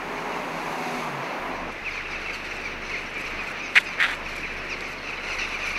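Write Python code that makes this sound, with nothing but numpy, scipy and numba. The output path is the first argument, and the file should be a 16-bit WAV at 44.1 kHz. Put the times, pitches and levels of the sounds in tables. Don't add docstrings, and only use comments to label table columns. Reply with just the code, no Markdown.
import sys
import numpy as np
from scipy import signal
from scipy.fft import rfft, irfft, next_fast_len
from scipy.io import wavfile
from scipy.ndimage import uniform_filter1d
from numba import njit

SR = 44100
rng = np.random.default_rng(int(sys.argv[2]) if len(sys.argv) > 2 else 0)


def digitize_waveform(pressure):
    field = np.atleast_2d(pressure).T
    bounded = np.clip(field, -1, 1)
    quanta = np.round(bounded * 32767).astype(np.int16)
    wavfile.write(sys.argv[1], SR, quanta)


def gain_from_db(level_db):
    decades = np.asarray(level_db, float) / 20
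    return 10 ** decades


N = 254898
TIME = np.arange(N) / SR
EDIT_S = 1.706
FRAME_HZ, SCAN_HZ, MOTOR_HZ = 25, 15625, 150

# t/s, hold/s, level/dB
CHATTER_WAVES = [(.17, 0.033, -36.5), (.33, 0.046, -36.5), (.55, 0.22, -39.5), (.8, 0.21, -35.5),
                 (1.23, 0.096, -38), (1.5, 0.12, -40), (1.69, 0.055, -39), (1.87, 0.12, -34),
                 (2.11, 0.25, -33), (2.44, 0.28, -34.5), (2.82, 0.081, -35.5), (2.9, 0.086, -31.5),
                 (3.16, 0.11, -33.5), (3.3, 0.29, -35.5), (3.62, 0.13, -34.5), (3.87, 0.031, -32),
                 (3.95, 0.19, -38), (4.264, 0.14, -33.5), (4.45, 0.28, -37), (4.68, 0.076, -39),
                 (4.82, 0.097, -33.5), (5.03, 0.013, -34.5), (5.08, 0.055, -32.5), (5.24, 0.036, -31.5),
                 (5.3, 0.02, -28), (5.4, 0.026, -25.5), (5.5, 0.18, -32), (5.64, 0.17, -28.5)]
# f/Hz, gain/dB
FAR_VOICE_TONE = [(500, -29), (1100, -11.5), (1550, -8.5), (1950, -3.5), (2350, 0), (2750, -3.5),
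                  (3200, -20.5), (4200, -13.5), (5000, -20.5), (6100, -18), (6900, -32.5), (9000, -36.5)]
# t/s, length/s, first pitch f/Hz, last pitch f/Hz, level/dB
OPEN_CALLS = [(1.905, .022, 1320, 1186, -40), (2.106, .029, 1308, 1103, -43), (2.327, .03, 1605, 1430, -35),
              (2.637, .047, 1214, 1114, -44), (3.256, .029, 1573, 1178, -43), (3.055, .03, 1520, 1150, -44),
              (3.617, .074, 1235, 1070, -39), (3.85, .059, 1265, 1140, -39), (4.244, .03, 1447, 1200, -46),
              (4.692, .05, 1450, 1060, -37.5), (4.722, .032, 1530, 1215, -42),
              (5.065, .029, 1308, 1103, -44), (5.385, .018, 1510, 1400, -33),
              (5.394, .029, 1605, 1355, -37), (5.402, .058, 760, 625, -43), (5.543, .029, 1545, 1354, -40),
              (5.6, .032, 1300, 1130, -43)]
# t/s, length/s, first pitch f/Hz, last pitch f/Hz, level/dB
MELLOW_CALLS = [(1.848, .052, 1390, 980, -44), (1.94, .03, 1330, 1150, -48), (1.965, .05, 1250, 920, -47),
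                (2.11, .035, 1280, 1050, -46), (2.91, .025, 1300, 1200, -47), (2.97, .03, 1300, 1150, -47),
                (3.39, .04, 1260, 1200, -47), (3.46, .035, 1330, 1180, -47), (4.49, .04, 1300, 1050, -49),
                (5.3, .035, 1340, 1230, -45), (5.41, .035, 1400, 1180, -42), (5.44, .03, 1400, 1100, -45),
                (5.61, .035, 1290, 1200, -46), (5.655, .035, 1250, 1080, -45), (1.9, .025, 1200, 980, -46),
                (2.45, .03, 1250, 1100, -49), (3.24, .035, 1250, 1080, -47), (2.05, .03, 1400, 1200, -49),
                (2.15, .03, 1330, 1200, -47), (2.246, .029, 1366, 1300, -48),
                (2.278, .029, 1150, 1024, -46), (2.506, .029, 1445, 1082, -47),
                (2.645, .04, 1200, 1050, -46), (2.93, .028, 1150, 940, -46), (2.95, .022, 1239, 1069, -47),
                (3.15, .035, 1250, 1080, -46), (3.6, .03, 1230, 1200, -49), (4.258, .022, 1324, 1200, -45),
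                (4.349, .047, 1243, 1105, -52), (4.425, .04, 1340, 980, -46),
                (4.494, .022, 1358, 1269, -52), (4.712, .042, 1340, 990, -46),
                (4.81, .025, 1250, 1050, -50), (5.083, .029, 1330, 1208, -46),
                (5.122, .022, 1330, 1242, -46), (5.535, .029, 1245, 1132, -46),
                (5.669, .022, 1157, 1122, -44), (5.74, .038, 1270, 1150, -45)]
# t/s, first pitch f/Hz, level/dB
CHIPS = [(1.948, 1600, -46), (3.375, 1090, -45), (2.153, 1560, -46), (2.448, 1090, -42), (2.496, 1484, -41),
         (2.643, 1450, -44), (2.67, 1480, -47), (2.719, 1010, -45), (2.857, 1520, -45), (3.46, 1060, -43),
         (3.054, 1440, -48), (3.08, 1530, -46), (3.257, 1358, -42), (3.385, 1297, -45), (3.585, 1500, -44),
         (3.919, 1029, -42), (4.095, 1193, -40), (4.121, 1034, -42), (4.289, 1100, -41), (4.459, 1012, -43),
         (4.584, 1353, -43), (4.603, 1149, -45), (4.825, 1580, -44), (4.972, 1113, -41), (5.009, 1100, -43),
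         (5.166, 1036, -40), (5.296, 1272, -38), (5.323, 1503, -38), (5.525, 1020, -43)]
# f/Hz, gain/dB
NEAR_VOICE_TONE = [(500, -22), (1600, -8), (2000, 0), (2400, 2), (2800, 0), (3250, -16), (4200, -17),
                   (5000, -21), (6100, -20), (6900, -30), (9000, -44)]

# t/s, f/Hz
FIRING_RATE = [
    (0, 81.7),
    (.3, 83.2),
    (.7, 83.74),
    (.98, 81.66),
    (1.07, 78.4),
    (1.1, 73.4),
    (1.215, 67.9),
    (1.42, 86.4),
    (1.7, 83.8),
]
# f/Hz, level/dB per Hz
ROAR_TONE = [(53, -49), (90, -58), (150, -4.5), (380, 0), (415, -3.5), (461, -2.5), (982, 2.5),
             (1370, -5.5), (2410, -10), (3130, -21), (6000, -38), (7800, -59), (13200, -120)]
# t/s, hold/s, level/dB
ROAR_PASS = [
    (.3, 1.1, -32.5),
]
# f/Hz, level/dB per Hz
HISS_TONE = [(1760, -31), (3000, -20), (3260, 0), (4290, 2.5), (5610, -5), (6300, 1.5), (7380, -8),
             (8070, -6), (8640, -18), (9580, -5), (10400, -14), (11400, -6), (13500, -17), (14800, -12),
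             (15500, -23)]
# t/s, hold/s, level/dB
HISS_PASS = [
    (.93, 0.085, -53),
    (1.42, 0.059, -61.5),
]
BODY_DRONES = {2: [(.5, 0.44, -47.5), (1.09, 0.12, -40), (1.5, .2, -54)], 3: [(.15, 0.67, -45),
               (.88, 0.17, -38.5), (1.5, 0.21, -43.5)], 5: [(.1, 0.3, -40.5), (.6, 0.16, -48),
               (.9, 0.093, -41.5)], 9: [(.8, 0.19, -39.5)], 15: [(1.03, 0.056, -40)]}

# t/s, peak level/dB, ring f/Hz
SHORT_CREAK_SLIPS = [(3.7551, -15.5, 1850), (3.756, -12.0, 2130), (3.7571, -14.5, 1920),
                     (3.7595, -5.0, 1930), (3.7616, -6.0, 2030), (3.7632, -10.0, 2100),
                     (3.7645, -5.0, 2080), (3.7659, -9.5, 2390), (3.7687, -2.0, 2230),
                     (3.7707, -12.0, 2310), (3.7719, -4.5, 2270), (3.7728, -5.0, 2430),
                     (3.7743, -9.5, 2640), (3.7754, -11.0, 2050), (3.7767, 1.0, 1990), (3.7779, -5.5, 2010),
                     (3.7789, -6.5, 2640), (3.7799, -21.5, 2930), (3.7808, -6.5, 2280),
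                     (3.7828, -12.5, 1870), (3.7841, -8.0, 2100), (3.7855, -2.0, 2070),
                     (3.7874, -11.5, 1770), (3.7891, -20.5, 2080)]
# t/s, peak level/dB, ring f/Hz
LONG_CREAK_SLIPS = [(3.9848, -18.5, 2150), (3.9908, -19.0, 2000), (3.9925, -23.0, 1750),
                    (3.9966, -21.5, 2190), (3.9998, -19.5, 2120), (4.0021, -7.0, 1890),
                    (4.0049, -14.5, 2130), (4.0082, -10.5, 2050), (4.0113, -10.0, 1850),
                    (4.0145, -7.5, 1930), (4.0162, -14.0, 2190), (4.0194, -8.5, 2060), (4.0256, -5.5, 1870),
                    (4.0272, -9.0, 2140), (4.0297, -15.5, 2160), (4.0312, -12.5, 1800),
                    (4.0328, -19.0, 2150), (4.0361, -11.0, 1980), (4.0388, -18.0, 2850),
                    (4.0409, -10.0, 1570), (4.0424, -13.0, 2300), (4.0454, -9.0, 1760),
                    (4.049, -13.5, 1880), (4.0505, -11.5, 2320), (4.052, -15.5, 1790),
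                    (4.0547, -21.5, 2700), (4.0562, -13.0, 1670), (4.0585, -15.5, 1710),
                    (4.0599, -22.5, 1610), (4.0626, -17.0, 2020), (4.0657, -16.0, 1450),
                    (4.0673, -19.0, 2390), (4.0748, -24.5, 1930), (4.0784, -23.5, 2010),
                    (4.0838, -17.5, 1710), (4.0882, -17.0, 1970), (4.0915, -20.0, 1720),
                    (4.0951, -19.0, 1890), (4.0982, -17.0, 1870), (4.1, -17.0, 1860), (4.1038, -24.0, 1720),
                    (4.1064, -21.5, 2060), (4.1113, -20.5, 1820), (4.1153, -20.0, 2060),
                    (4.1175, -19.5, 1820), (4.1215, -22.5, 1780), (4.125, -23.5, 1560),
                    (4.132, -19.0, 2270), (4.1361, -19.0, 2110), (4.1379, -21.5, 2070),
                    (4.1407, -25.0, 2410), (4.1435, -25.0, 1660)]
# t/s, peak level/dB, ring f/Hz
SECOND_MODE_SLIPS = [(4.0025, -31, 3790), (4.0046, -30, 3560), (4.011, -27.5, 3550), (4.0163, -28, 3620),
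                     (4.019, -22.5, 3330), (4.0267, -19, 3400), (4.0293, -23.5, 3610), (4.033, -26.5, 3660),
                     (4.0357, -24.0, 3690), (4.0391, -24.5, 3550), (4.044, -20, 3500), (4.0453, -22, 3400),
                     (4.0505, -21, 3480), (4.0548, -27.0, 3530), (4.0583, -28.0, 3450), (4.0622, -26, 3560),
                     (4.0652, -29.0, 3480), (4.0673, -31, 3500), (4.0881, -34, 3460), (4.0911, -36, 3580),
                     (4.0997, -30.0, 3500), (4.1097, -31, 3810), (4.1147, -36, 3410), (4.1258, -33, 3620),
                     (4.1334, -33, 3580), (4.1409, -34, 3690)]
# t/s, peak level/dB, ring f/Hz
TICKS = [(1.705, -39, 4950), (2.455, -39, 7800), (2.568, -37, 7800), (3.143, -37, 7000), (4.405, -38, 5600),
         (4.669, -32, 3920), (4.808, -23, 4000), (3.7605, -14, 3300), (3.7615, -20, 4100),
         (3.7725, -17, 3500), (3.7795, -15, 3400), (3.785, -17, 3500), (4.8075, -37, 7400),
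         (5.4349, -21, 2570)]
# t/s, hold/s, level/dB
SCRAPES = [
    (3.757, 0.025, -24.5),
    (3.792, 0.019, -36.5),
    (3.995, .006, -39),
    (4.003, 0.013, -31),
    (4.027, 0.02, -29),
    (4.055, 0.012, -35),
    (4.072, .008, -40),
    (4.083, 0.018, -33.5),
    (4.108, 0.031, -38),
]
# f/Hz, gain/dB
CASING_TONE = [(300, -22), (900, -4), (1500, -2), (2300, -7.5), (3400, -3), (4300, -10), (5200, -21.5),
               (6000, -17), (7000, -27), (7600, -20), (8400, -26), (9200, -24.5), (14000, -37)]
# t/s, hold/s, level/dB
BRUSHES = [(1.72, 0.009, -58), (1.9, .06, -62), (2.12, 0.15, -62), (2.335, .01, -51.5), (2.44, 0.11, -56),
           (2.6, .06, -60), (2.92, 0.27, -61), (3.2, 0.092, -56), (3.42, 0.09, -54), (3.76, .02, -48),
           (3.85, 0.11, -60), (4.02, 0.12, -49), (4.3, 0.11, -52.5), (4.5, .2, -63), (4.81, 0.0033, -54),
           (4.88, 0.028, -53), (5.08, .05, -67), (5.3, 0.27, -53), (5.67, 0.056, -48)]
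# f/Hz, level/dB per Hz
BRUSH_TONE = [(3820, 2), (6500, 1), (6940, -7), (7710, 5.5), (8450, -29), (9180, 2.5), (10000, -12),
              (11100, -1.5), (15100, -22), (15500, -19)]

# from t/s, level/dB
BUZZ_STEPS = [(0, -52), (.72, -62), (.95, -50), (.99, -56), (1.12, -63), (1.39, -45), (1.52, -42.5),
              (1.69, -46), (1.78, -59), (1.82, -45.5), (3.21, -52), (3.25, -41.5), (3.46, -50.5),
              (4.02, -62), (4.05, -42.5), (4.36, -45), (5.32, -46), (5.37, -42)]
# multiple of frame rate, level/dB
BUZZ_PARTIALS = [(1, 0.5), (3, -8), (5, -19), (7, -26), (9, -13.5)]
# f/Hz, level/dB
MOTOR_TONE = [(6000, -12), (8000, -1), (12000, -1), (15500, -8)]
# f/Hz, level/dB per Hz
TOWN_TONE = [(53, -22), (90, -16), (119, -10), (403, -5.5), (749, -8.5), (1490, -7), (2280, -5),
             (2590, -6.5), (3280, -19.5), (5850, -28.5), (7090, -38.5), (11100, -46.5), (15000, -47.5)]
# from t/s, top f/Hz
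BANDWIDTH_STEPS = [(0, 14300), (1.1, 15650), (1.58, 15000), (1.9, 14500), (2.57, 15650), (2.8, 14500),
                   (3.3, 15650), (3.65, 14900), (4.0, 15300), (4.5, 14600), (5.3, 14700)]


def level(x, db):
    return x * gain_from_db(db) / np.sqrt(np.mean(x ** 2))


def shade(hz, points):
    f, db = np.transpose(points)
    return gain_from_db(np.interp(np.log(hz + 1), np.log(f), db))


def colour(x, points):
    size = next_fast_len(len(x))
    gain = shade(np.fft.rfftfreq(size, 1 / SR), points)
    return irfft(rfft(x, size) * gain, size)[:len(x)]


def walk(rate_hz):
    hold = int(SR / rate_hz)
    steps = np.repeat(rng.standard_normal(N // hold + 1), hold)
    return 1.36 * uniform_filter1d(uniform_filter1d(steps, hold), hold)[:N]


def swells(rows, rise_db_s, fall_db_s):
    power = 0
    for s, hold_s, db in rows:
        rise_db = rise_db_s * np.maximum(s - TIME, 0)
        fall_db = fall_db_s * np.maximum(TIME - s - hold_s, 0)
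        power = power + gain_from_db(db - rise_db - fall_db) ** 2
    return np.sqrt(power)


def rush(points, flicker_db, rate_hz):
    size = next_fast_len(N)
    hz = np.fft.rfftfreq(size, 1 / SR)
    spectrum = rfft(rng.standard_normal(size)) * shade(hz, points)
    octave = np.log2(hz / 30 + 1e-9)
    total = np.zeros(N)
    for k in range(10):
        band = irfft(spectrum * np.clip(1 - abs(octave - k), 0, 1), size)[:N]
        total += gain_from_db(flicker_db * walk(rate_hz)) * band
    return level(total, 0)


@njit
def voices(start, length, first, last, bend, arch, size, weight, wobble, out):
    for c in range(len(start)):
        phase = 0.
        for i in range(min(length[c], len(out) - start[c])):
            u = i / length[c]
            hz = first[c] + (last[c] - first[c]) * u ** bend[c] + arch[c] * np.sin(np.pi * u)
            w = (i + 977 * c) % wobble.shape[1]
            phase += 2 * np.pi * hz * (1 + wobble[0, w]) / SR
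            turn, partial, total = np.exp(1j * phase), 1 + 0j, 0.
            for k in range(weight.shape[1]):
                partial *= turn
                total += (weight[c, k] * partial).imag
            out[start[c] + i] += size[c] * np.sqrt(np.sin(np.pi * u)) * (1 + wobble[1, w]) * total
    return out


def sing(s, length_s, first_hz, last_hz, db, beak_hz, beak_db, uneven_db, flutter, rasp):
    hz = np.arange(1, 11) * (first_hz + last_hz)[:, None] / 2
    lift_db = beak_db * np.exp(-((hz - beak_hz[:, None]) / 1100) ** 2)
    lift_db = lift_db + uneven_db * rng.standard_normal(hz.shape)
    weight = gain_from_db(lift_db) * (hz < 11000) * np.exp(2j * np.pi * rng.random(hz.shape))
    wobble = np.array([flutter * walk(300), rasp * walk(500)])
    bend = 1 + np.where(length_s > .055, 25, 8) * length_s
    arch_hz = 900 * length_s * (length_s > .06)
    start, length = (s * SR).astype(int), (length_s * SR).astype(int)
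    return voices(start, length, first_hz, last_hz, bend, arch_hz, gain_from_db(db), weight, wobble, np.zeros(N))


def echoes(x, t60_s, wet_db):
    t = TIME[:SR // 2]
    tail = rng.standard_normal(len(t)) * np.exp(-np.log(1000) * t / t60_s) * (t > .012)
    return x + gain_from_db(wet_db) * signal.fftconvolve(x, level(tail, 0) / np.sqrt(len(t)))[:N]


def flock(count=1400):
    when, long, pitch, fall, far, beak, low = rng.random((count, 7)).T
    first_hz = (1080 + 520 * pitch) * np.where(low < .2, .55, 1)
    last_hz = first_hz * (.92 - .25 * fall)
    calls = sing(when * N / SR, .012 + .04 * long, first_hz, last_hz, -10 * far, 2000 + 4200 * beak,
                 beak_db=1, uneven_db=2.5, flutter=.005, rasp=.3)
    crowd = echoes(colour(calls, FAR_VOICE_TONE), t60_s=.25, wet_db=-6)
    even = crowd / np.sqrt(uniform_filter1d(crowd ** 2, SR // 14))
    return even * swells(CHATTER_WAVES, rise_db_s=302, fall_db_s=114) * gain_from_db(-3.5)


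def near_birds():
    chips = [(s, .025, hz, hz * (1 - .06), db) for s, hz, db in CHIPS]
    calls = [*OPEN_CALLS, *chips, *MELLOW_CALLS]
    s, length_s, first_hz, last_hz, db = np.transpose(calls)
    kind = np.repeat([0, 1, 2], [len(OPEN_CALLS), len(chips), len(MELLOW_CALLS)])
    second_hz = first_hz + last_hz
    beak_hz = np.where(kind == 0, 5100, np.where(kind == 1, 2 * second_hz, second_hz))
    db = db + .3 + 2.5 * (kind == 0)
    song = sing(s, length_s, first_hz, last_hz, db, beak_hz,
                beak_db=14, uneven_db=1.2, flutter=.003, rasp=.27)
    return echoes(colour(song, NEAR_VOICE_TONE), t60_s=.2, wet_db=-12)


def engine_drone():
    s, hz = np.transpose(FIRING_RATE)
    firing_hz = np.interp(TIME, s, hz) * (1 + .002 * walk(31.6))
    phase = 2 * np.pi * np.cumsum(firing_hz) / SR
    total = np.zeros(N)
    for k, rows in BODY_DRONES.items():
        gain = swells(rows, rise_db_s=84, fall_db_s=300) * gain_from_db(2 + .5 * walk(12.8))
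        total += gain * np.sin(k * phase)
    return total


def bus():
    roar = swells(ROAR_PASS, rise_db_s=9.5, fall_db_s=8) * gain_from_db(0.74) * rush(ROAR_TONE, 0.16, 9.0)
    hiss = swells(HISS_PASS, rise_db_s=9, fall_db_s=54) * gain_from_db(7.0) * rush(HISS_TONE, 0.28, 8.5)
    return (roar + hiss + engine_drone()) * np.clip((EDIT_S - TIME) / 0.0026, 0, 1)


def ring(rows, rise_s, fall_s):
    lead_s = .0015
    out, t = np.zeros(N + 300), TIME[:300] - lead_s
    for s, db, hz in rows:
        at = int((s - lead_s) * SR)
        envelope = np.exp(-(t / np.where(t < 0, rise_s, fall_s)) ** 2)
        out[at:at + 300] += gain_from_db(db) * np.cos(2 * np.pi * hz * t) * envelope
    return out[:N]


def creak():
    slips = ring([*SHORT_CREAK_SLIPS, *LONG_CREAK_SLIPS, *SECOND_MODE_SLIPS], rise_s=.00042, fall_s=.00075)
    slips += ring(TICKS, rise_s=.0002, fall_s=.0003)
    rings = colour(slips, [(300, -32), (800, -13), (1300, 0), (2000, -.5), (15000, 0)])
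    chance, size = rng.random((N, 2)).T
    grains = (chance < .2) * rng.standard_normal(N) * gain_from_db(-1.2 * np.log(size))
    scrape = level(grains, 0) * swells(SCRAPES, rise_db_s=2500, fall_db_s=1300) * gain_from_db(13)
    return rings + colour(scrape, CASING_TONE)


def rustle():
    grain_db = 3.6 * walk(150) + 1.9 * walk(35)
    brushes = swells(BRUSHES, rise_db_s=350, fall_db_s=220)
    return (TIME > EDIT_S) * brushes * gain_from_db(grain_db) * rush(BRUSH_TONE, 1.0, 20)


def frame_buzz():
    s, db = np.transpose(BUZZ_STEPS)
    step = gain_from_db(db + 1.5)[np.searchsorted(s, TIME, "right") - 1]
    gain = uniform_filter1d(step, SR // 200) * gain_from_db(1.3 * walk(8) + 1.6 * walk(45))
    turn = 2 * np.pi * FRAME_HZ * (TIME - .0012)
    return gain * sum(gain_from_db(p_db) * np.cos(k * turn) for k, p_db in BUZZ_PARTIALS)


def motor():
    hz = MOTOR_HZ * np.arange(40, 104)
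    size = shade(hz, MOTOR_TONE) * gain_from_db(-83 + 2 * rng.standard_normal(len(hz)))
    phase = 2 * np.pi * rng.random(len(hz))
    t = np.arange(SR // MOTOR_HZ)[:, None] / SR
    return np.resize((size * np.sin(2 * np.pi * hz * t + phase)).sum(axis=1), N)


def town():
    return gain_from_db(-35 - 2.4 * (TIME < EDIT_S)) * rush(TOWN_TONE, 0.9, 6)


def scene():
    birds = flock() + near_birds()
    handling = creak() + rustle()
    return (birds + bus() + handling + frame_buzz() + motor() + town())[None]


def scan_whistle(top_hz):
    wide = uniform_filter1d(1. * ((top_hz > 15400) | (TIME < 1.1)), SR // 30)
    return gain_from_db(-76.5) * wide * np.sin(2 * np.pi * SCAN_HZ * TIME)


def band_limit(x):
    return signal.sosfilt(signal.butter(12, 15710, fs=SR, output="sos"), x)


def record(dry):
    s, top_hz = np.transpose(BANDWIDTH_STEPS)
    hz, t, frames = signal.stft(np.clip(dry, -.97, .97), SR, nperseg=1024)
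    hz = hz[:, None]
    edge_hz = top_hz[np.searchsorted(s, t, "right") - 1]
    patches = uniform_filter1d(rng.standard_normal(frames.shape[1:]), size=24, axis=1)
    patches = uniform_filter1d(patches, size=3, axis=0) * np.sqrt(72)
    keep = (hz < edge_hz + 500 * patches) & (hz < 15710)
    keep &= (hz < 7000) | (patches > -1.5)
    cut = signal.istft(frames * keep, SR, nperseg=1024)[1][:, :N]
    mix = cut + scan_whistle(np.interp(TIME, t, edge_hz))
    return band_limit(mix)


dry = scene()
out = record(dry)
digitize_waveform(out)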